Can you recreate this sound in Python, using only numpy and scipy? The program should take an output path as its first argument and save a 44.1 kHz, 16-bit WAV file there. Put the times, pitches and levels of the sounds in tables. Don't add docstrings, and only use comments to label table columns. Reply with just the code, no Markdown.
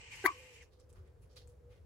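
import sys
import numpy as np
from scipy import signal
from scipy.fft import rfft, irfft, next_fast_len
from scipy.io import wavfile

SR = 44100
rng = np.random.default_rng(int(sys.argv[2]) if len(sys.argv) > 2 else 0)


def wav_out(sig):
    wavfile.write(sys.argv[1], SR, np.round(np.clip(np.atleast_2d(sig).T, -1, 1) * 32767).astype(np.int16))


N = 81585
TIME = np.arange(N) / SR
CUTOFF_HZ = 15900
RUSTLE_PAN_DB = 0.5


def from_db(db):
    return 10 ** (np.asarray(db) / 20)


def rms_one(x):
    return x / np.sqrt(np.mean(x ** 2) + 1e-20)


def in_time(rows):
    s, *columns = np.transpose(rows)
    return [np.interp(TIME, s, c) for c in columns]


def at_hz(points, hz):
    f, value = np.transpose(points)
    return np.interp(np.log(hz + 1e-9), np.log(f), value)


def pan(db):
    return from_db(np.array([[db], [-db]]) / 2)


def band(x, edges_hz):
    return signal.sosfilt(signal.butter(2, edges_hz, "band", fs=SR, output="sos"), x + 1e-18)


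def drift(rate_hz):
    hz = np.fft.rfftfreq(N, 1 / SR)
    spectrum = rfft(rng.standard_normal(N)) / (1 + (hz / rate_hz) ** 2)
    return rms_one(irfft(spectrum, N))


def noise(colour, likeness):
    size = next_fast_len(N)
    hz = np.fft.rfftfreq(size, 1 / SR)
    mid, side = rfft(rng.standard_normal((2, size)))
    alike = np.clip(at_hz(likeness, hz), -1, 1)
    gain = from_db(at_hz(colour, hz)) * np.minimum(hz / colour[0][0], 1) ** 2
    stereo = np.sqrt(1 + alike) * mid + np.sqrt(1 - alike) * side * [[1], [-1]]
    return rms_one(irfft(gain * stereo, size)[:, :N])


def background():
    # start_s, level_db
    rumble = [(0, -65), (.12, -59), (.42, -63.5), (.53, -65.5), (.61, -60.5), (.76, -66.5), (.88, -62.5),
              (1.0, -52), (1.11, -63.5), (1.23, -56), (1.31, -63), (1.46, -55.5), (1.56, -60.5),
              (1.7, -58.5), (1.85, -58.5)]
    # frequency_hz, relative_level_db
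    rumble_colour = [(20, -32.5), (35, -11.5), (50, -4.5), (66, 2), (80, 2), (96, -4.5), (115, -5),
                     (150, -14.5), (220, -26), (400, -59.5)]
    # frequency_hz, relative_level_db
    air = [(100, 4.5), (200, -7), (320, -3), (480, 7), (620, -6), (900, -11.5), (1500, -16.5),
           (3000, -26.5), (7000, -30.5), (11500, -33.5), (14000, -39), (16000, -37)]
    # frequency_hz, left_right_correlation
    likeness = [(60, 0.93), (250, 0.77), (700, 0.22), (3000, 0.418), (11000, 0.31)]
    air_db = -68
    swelling = from_db(in_time(rumble)[0]) * noise(rumble_colour, likeness)
    return swelling + from_db(air_db) * noise(air, likeness)


def coos():
    # start_s, length_s, middle_pitch_hz, level_db
    notes = [(0, .1, 460, -74.5), (0.337, 0.2, 507.3, -62.5), (0.557, 0.092, 478, -71.5),
             (0.786, 0.12, 502.4, -73), (.95, 0.13, 373.3, -71.5), (1.331, .22, 490.2, -68),
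             (1.615, 0.14, 486.6, -65), (1.73, 0.061, 495, -87)]
    edge_s, sag_hz_per_s, waver_fraction = 0.055, 30, 0.019
    out, waver = 0, 1 + waver_fraction * drift(42)
    for s, length, hz, db in notes:
        pitch = hz * waver - sag_hz_per_s * (TIME - s - length / 2)
        shape = np.clip(np.minimum(TIME - s, s + length - TIME) / edge_s + .5, 0, 1)
        tone = np.sqrt(2) * np.sin(2 * np.pi * np.cumsum(pitch) / SR)
        out = out + from_db(db) * shape * tone
    return out * from_db(1.15 * drift(59))


def rustle():
    # start_s, level_db
    slide = [(0, -55), (.09, -57.5), (.135, -49.5), (.17, -53), (.22, -51), (.3, -53), (.38, -58.5),
             (.47, -59), (.6, -61.5), (.625, -61.5), (.645, -75), (.69, -81)]
    # frequency_hz, relative_level_db
    colour = [(200, -29), (650, -27), (920, -3.5), (1300, -18), (1900, -2), (2400, 2), (2950, 1),
              (3450, -13.5), (4400, -12.5), (7000, -12), (8300, -12), (9800, -52), (16000, -47)]
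    # frequency_hz, left_right_correlation
    likeness = [(300, 0.489), (900, 0.61), (2400, 0.17), (3500, -.2), (7000, -0.079), (12000, .6)]
    # start_s, level_db
    treble = [(0, -121), (.06, -104), (.12, -71.5), (.3, -75), (.46, -77.5), (.5, -77), (.58, -83.5),
              (.66, -105), (.69, -100)]
    # frequency_hz, relative_level_db
    treble_colour = [(7000, -26), (10000, 1.5), (11500, 5), (13500, -14.5), (15200, -6), (16500, -21.5)]
    body = from_db(in_time(slide)[0]) * noise(colour, likeness) * pan(RUSTLE_PAN_DB)
    edge = from_db(in_time(treble)[0]) * noise(treble_colour, likeness)
    grain = from_db(1.22 * drift(195.5))
    return (body + edge) * grain * (TIME < slide[-1][0])


def brushes():
    # peak_s, peak_level_db, attack_s, fall_db_per_s, centre_hz, pan_db
    strokes = [(0.156, -59, 0.018, 450, 7500, -2), (.38, -71.5, 0.023, 280, 12100, 0),
               (0.533, -64.5, 0.014, 257, 7000, -2), (0.625, -65, 0.013, 446, 6280, -2),
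               (0.736, -75.5, 0.034, 259.5, 4120, -2.5), (.802, -74.5, 0.017, 303, 5495, -1),
               (.897, -72, 0.0089, 597, 8640, -2.5), (0.934, -76.5, 0.0073, 352, 9600, -1),
               (.965, -69.5, 0.027, 206, 1280, -0.5), (1.068, -77.5, .03, 252.5, 2000, -3),
               (1.226, -74, 0.017, 336.5, 10000, 0), (1.232, -79, 0.014, 348.5, 2417, -1),
               (1.305, -75.5, 0.015, 130, 4955, -4), (1.369, -57, 0.013, 339, 3960, -3),
               (1.40, -72, 0.0047, 300, 4480, -4), (1.489, -76, 0.027, 206.5, 9000, -1.5),
               (1.722, -72, 0.034, 158.5, 2257, -1.5)]
    # frequency_hz, relative_level_db
    leaf_colour = [(300, -3), (1000, 3.5), (2400, 0), (4200, 1), (6000, 0), (8500, -8), (11000, -1),
                   (13500, -13.5), (16000, -9)]
    # frequency_hz, left_right_correlation
    likeness = [(500, .5), (2000, .1), (6000, 0.12), (11000, .6)]
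    focus_db, width_octaves = 6.5, 0.18
    grain_db = 3.6 * drift(350)
    hz = np.geomspace(leaf_colour[0][0], CUTOFF_HZ, 32)
    out = 0
    for s, db, attack, fall, centre_hz, pan_db in strokes:
        rise = np.clip(1 + (TIME - s) / attack, 0, 1)
        shape = rise * from_db(db + grain_db - fall * np.maximum(TIME - s, 0))
        octaves_off = np.log2(hz / centre_hz)
        focus = focus_db * np.log10(1 + (octaves_off / width_octaves) ** 2)
        colour = np.column_stack([hz, at_hz(leaf_colour, hz) - focus])
        out = out + shape * noise(colour, likeness) * pan(pan_db)
    return out


def ticks():
    # start_s, peak_level_db
    snaps = [(0.1523, -60.5), (0.161, -67), (0.7996, -61), (0.8956, -64), (0.9283, -58), (1.0755, -72),
             (1.3602, -60.5), (1.4746, -58)]
    # frequency_hz, relative_level_db
    colour = [(1000, 4), (4000, -24), (8000, 3.5), (11500, -14), (16000, -24)]
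    decay_s = .0015
    shape = sum(from_db(db) * (TIME >= s) * np.exp(-abs(TIME - s) / decay_s) for s, db in snaps)
    return shape * noise(colour, [(1000, 0.62), (11000, 0.3)])


def nearby(x):
    # left_delay_s, right_delay_s, gain_db
    reflections = [(.0014, .0016, -10.5), (.0033, 0.0025, -8), (.0061, 0.0058, -2)]
    out, power = x, 1
    for left_s, right_s, db in reflections:
        left = np.interp(TIME - left_s, TIME, x[0])
        right = np.interp(TIME - right_s, TIME, x[1])
        out = out + from_db(db) * np.array([left, right])
        power += from_db(db) ** 2
    return out / np.sqrt(power)


def rubs():
    # middle_s, length_s, start_pitch_hz, end_pitch_hz, level_db
    squeaks = [(0.132, 0.035, 2308, 2188, -51), (0.619, 0.031, 2286, 1767, -61)]
    roughness = 0.0801
    out = 0
    for s, length, start_hz, end_hz, db in squeaks:
        glide = np.interp(TIME, [s - length / 2, s + length / 2], [start_hz, end_hz])
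        hz = glide * (1 + roughness * drift(498))
        shape = np.exp(-(2 * (TIME - s) / length) ** 2)
        tone = np.sqrt(2) * np.sin(2 * np.pi * np.cumsum(hz) / SR)
        out = out + from_db(db) * shape * tone
    return out * pan(RUSTLE_PAN_DB)


def voice(rows, colour, overtones_db=0):
    jitter, shimmer_db, release_db_per_s = .008, 1.29, 2501
    hz, db = in_time(rows)[:2]
    hz = hz * (1 + jitter * drift(288.3))
    start_s, end_s = rows[0][0], rows[-1][0]
    phase = 2 * np.pi * np.cumsum(hz * (TIME > start_s)) / SR
    outside = np.maximum(start_s - TIME, 0) + np.maximum(TIME - end_s, 0)
    level_db = db + shimmer_db * drift(300) - release_db_per_s * outside
    tone = 0
    for k in range(1, 8):
        gain = from_db(at_hz(colour, k * hz) + overtones_db * (k > 1))
        tone = tone + gain * np.sin(k * phase)
    return np.sqrt(2) * from_db(np.maximum(level_db, -200)) * tone, phase


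def lead(x, radians):
    turn = np.exp(.5j * at_hz(radians, np.fft.rfftfreq(N, 1 / SR)) * [[1], [-1]])
    return irfft(rfft(x) * turn, N)


def low_cut(x):
    return signal.sosfilt(signal.butter(4, 200, "high", fs=SR, output="sos"), x + 1e-18)


def grunt():
    # start_s, pitch_hz, level_db
    notes = [(.238, 380, -58.5), (.2415, 402.3, -30.5), (.247, 390.8, -29.5), (.252, 365, -31),
             (.256, 362, -27.5), (.261, 318.4, -37), (.266, 312, -43), (.271, 312, -57)]
    # frequency_hz, gain_db
    colour = [(300, 1), (420, -5), (720, -14), (1150, -25.5), (1550, -10.5), (1950, -15.5), (2400, -31.5),
              (3000, -47)]
    return voice(notes, colour)[0]


def squeak():
    # start_s, pitch_hz, level_db, overtone_gain_db
    notes = [(.2504, 440, -50.5, 0), (.2519, 449, -32, -0.5), (.2552, 503, -27.5, -0.5),
             (.2582, 537, -21.5, -6), (.2597, 910, -21, -1.5), (.2616, 1024, -17, 4.5),
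             (.264, 1107, -12, -8.5), (.268, 1152, -34, 0), (.277, 1159, -22.5, -10.5),
             (.283, 1117, -27.5, 1), (.289, 1087, -32.5, -10.5), (.302, 1075, -41.5, -21)]
    # frequency_hz, gain_db
    throat = [(350, -30.5), (560, -24), (750, -13), (1050, -11), (1300, -8), (1600, 1), (2050, -7.5),
              (2280, -9.5), (2480, -25), (2900, -50)]
    # frequency_hz, left_lead_radians
    side_lead = [(500, 0), (1100, 1.1), (1500, -0.35), (2100, -0.28), (4000, 0.6)]
    tone, phase = voice(notes, throat, in_time(notes)[2])
    return lead(tone, side_lead) * pan(9), phase


def rasp(phase):
    # frequency_hz, relative_level_db
    colour = [(2000, -10.5), (3200, -11.5), (4400, 1), (5300, -10.5), (6200, -12.5), (7300, 0),
              (8400, -19.5), (9500, -21.5), (11200, 12), (13800, -16.5), (15200, 7), (16500, -4.5)]
    peak_s, rise_db_per_s, fall_db_per_s, peak_db = 0.2612, 1800.5, 1804, -34.0
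    swell_db = -np.maximum((peak_s - TIME) * rise_db_per_s, (TIME - peak_s) * fall_db_per_s)
    pulsing = 1 + .5 * np.cos(phase)
    return from_db(peak_db + swell_db) * pulsing * noise(colour, [(4000, .2), (10000, .8)])


def cluck():
    high, phase = squeak()
    return low_cut(grunt() + high + rasp(phase))


def banks(x):
    # delay_s, left_gain_db, right_gain_db, further_right_delay_s
    reflections = [(0.014, -17, -6.5, .0002), (0.028, -9, -13, .0002), (.0395, -21.5, -21, .0002),
                   (0.062, -32.5, -28.5, .0001)]
    # low_hz, high_hz, level_db, t60_s
    scatter = [(230, 700, -17.5, 0.16), (835, 1200, -15.5, .24), (1400, 1600, -25, 0.36),
               (3370, 6900, 9.5, 0.032)]
    mono = x.mean(axis=0)
    dull = band(mono, (620, 1360))
    out = 0
    for delay, left, right, lag in reflections:
        arrival = TIME - delay - np.array([[0], [lag]])
        out = out + from_db([[left], [right]]) * np.interp(arrival, TIME, dull)
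    t = TIME[:N // 4]
    for low, high, db, t60 in scatter:
        decay = np.exp(-np.log(1000) * t / t60)
        tail = rms_one(rng.standard_normal((2, len(t))) * decay) / np.sqrt(len(t))
        scattered = signal.fftconvolve(band(mono, (low, high))[None], tail, axes=1)[:, :N]
        out = out + from_db(db) * scattered
    return out


def far_bank(x):
    delay_s, gain_db = .048, -21.5
    low = band(x.mean(axis=0), (230, 380))
    return from_db(gain_db) * np.interp(TIME - delay_s, TIME, low)


def scene():
    surroundings = background() + coos() + nearby(rustle() + brushes() + ticks()) + rubs()
    call = cluck()
    return surroundings + call + banks(call) + far_bank(call)


def record(dry):
    return signal.sosfilt(signal.ellip(10, .1, 80, CUTOFF_HZ, fs=SR, output="sos"), dry)


dry = scene()
out = record(dry)
wav_out(out)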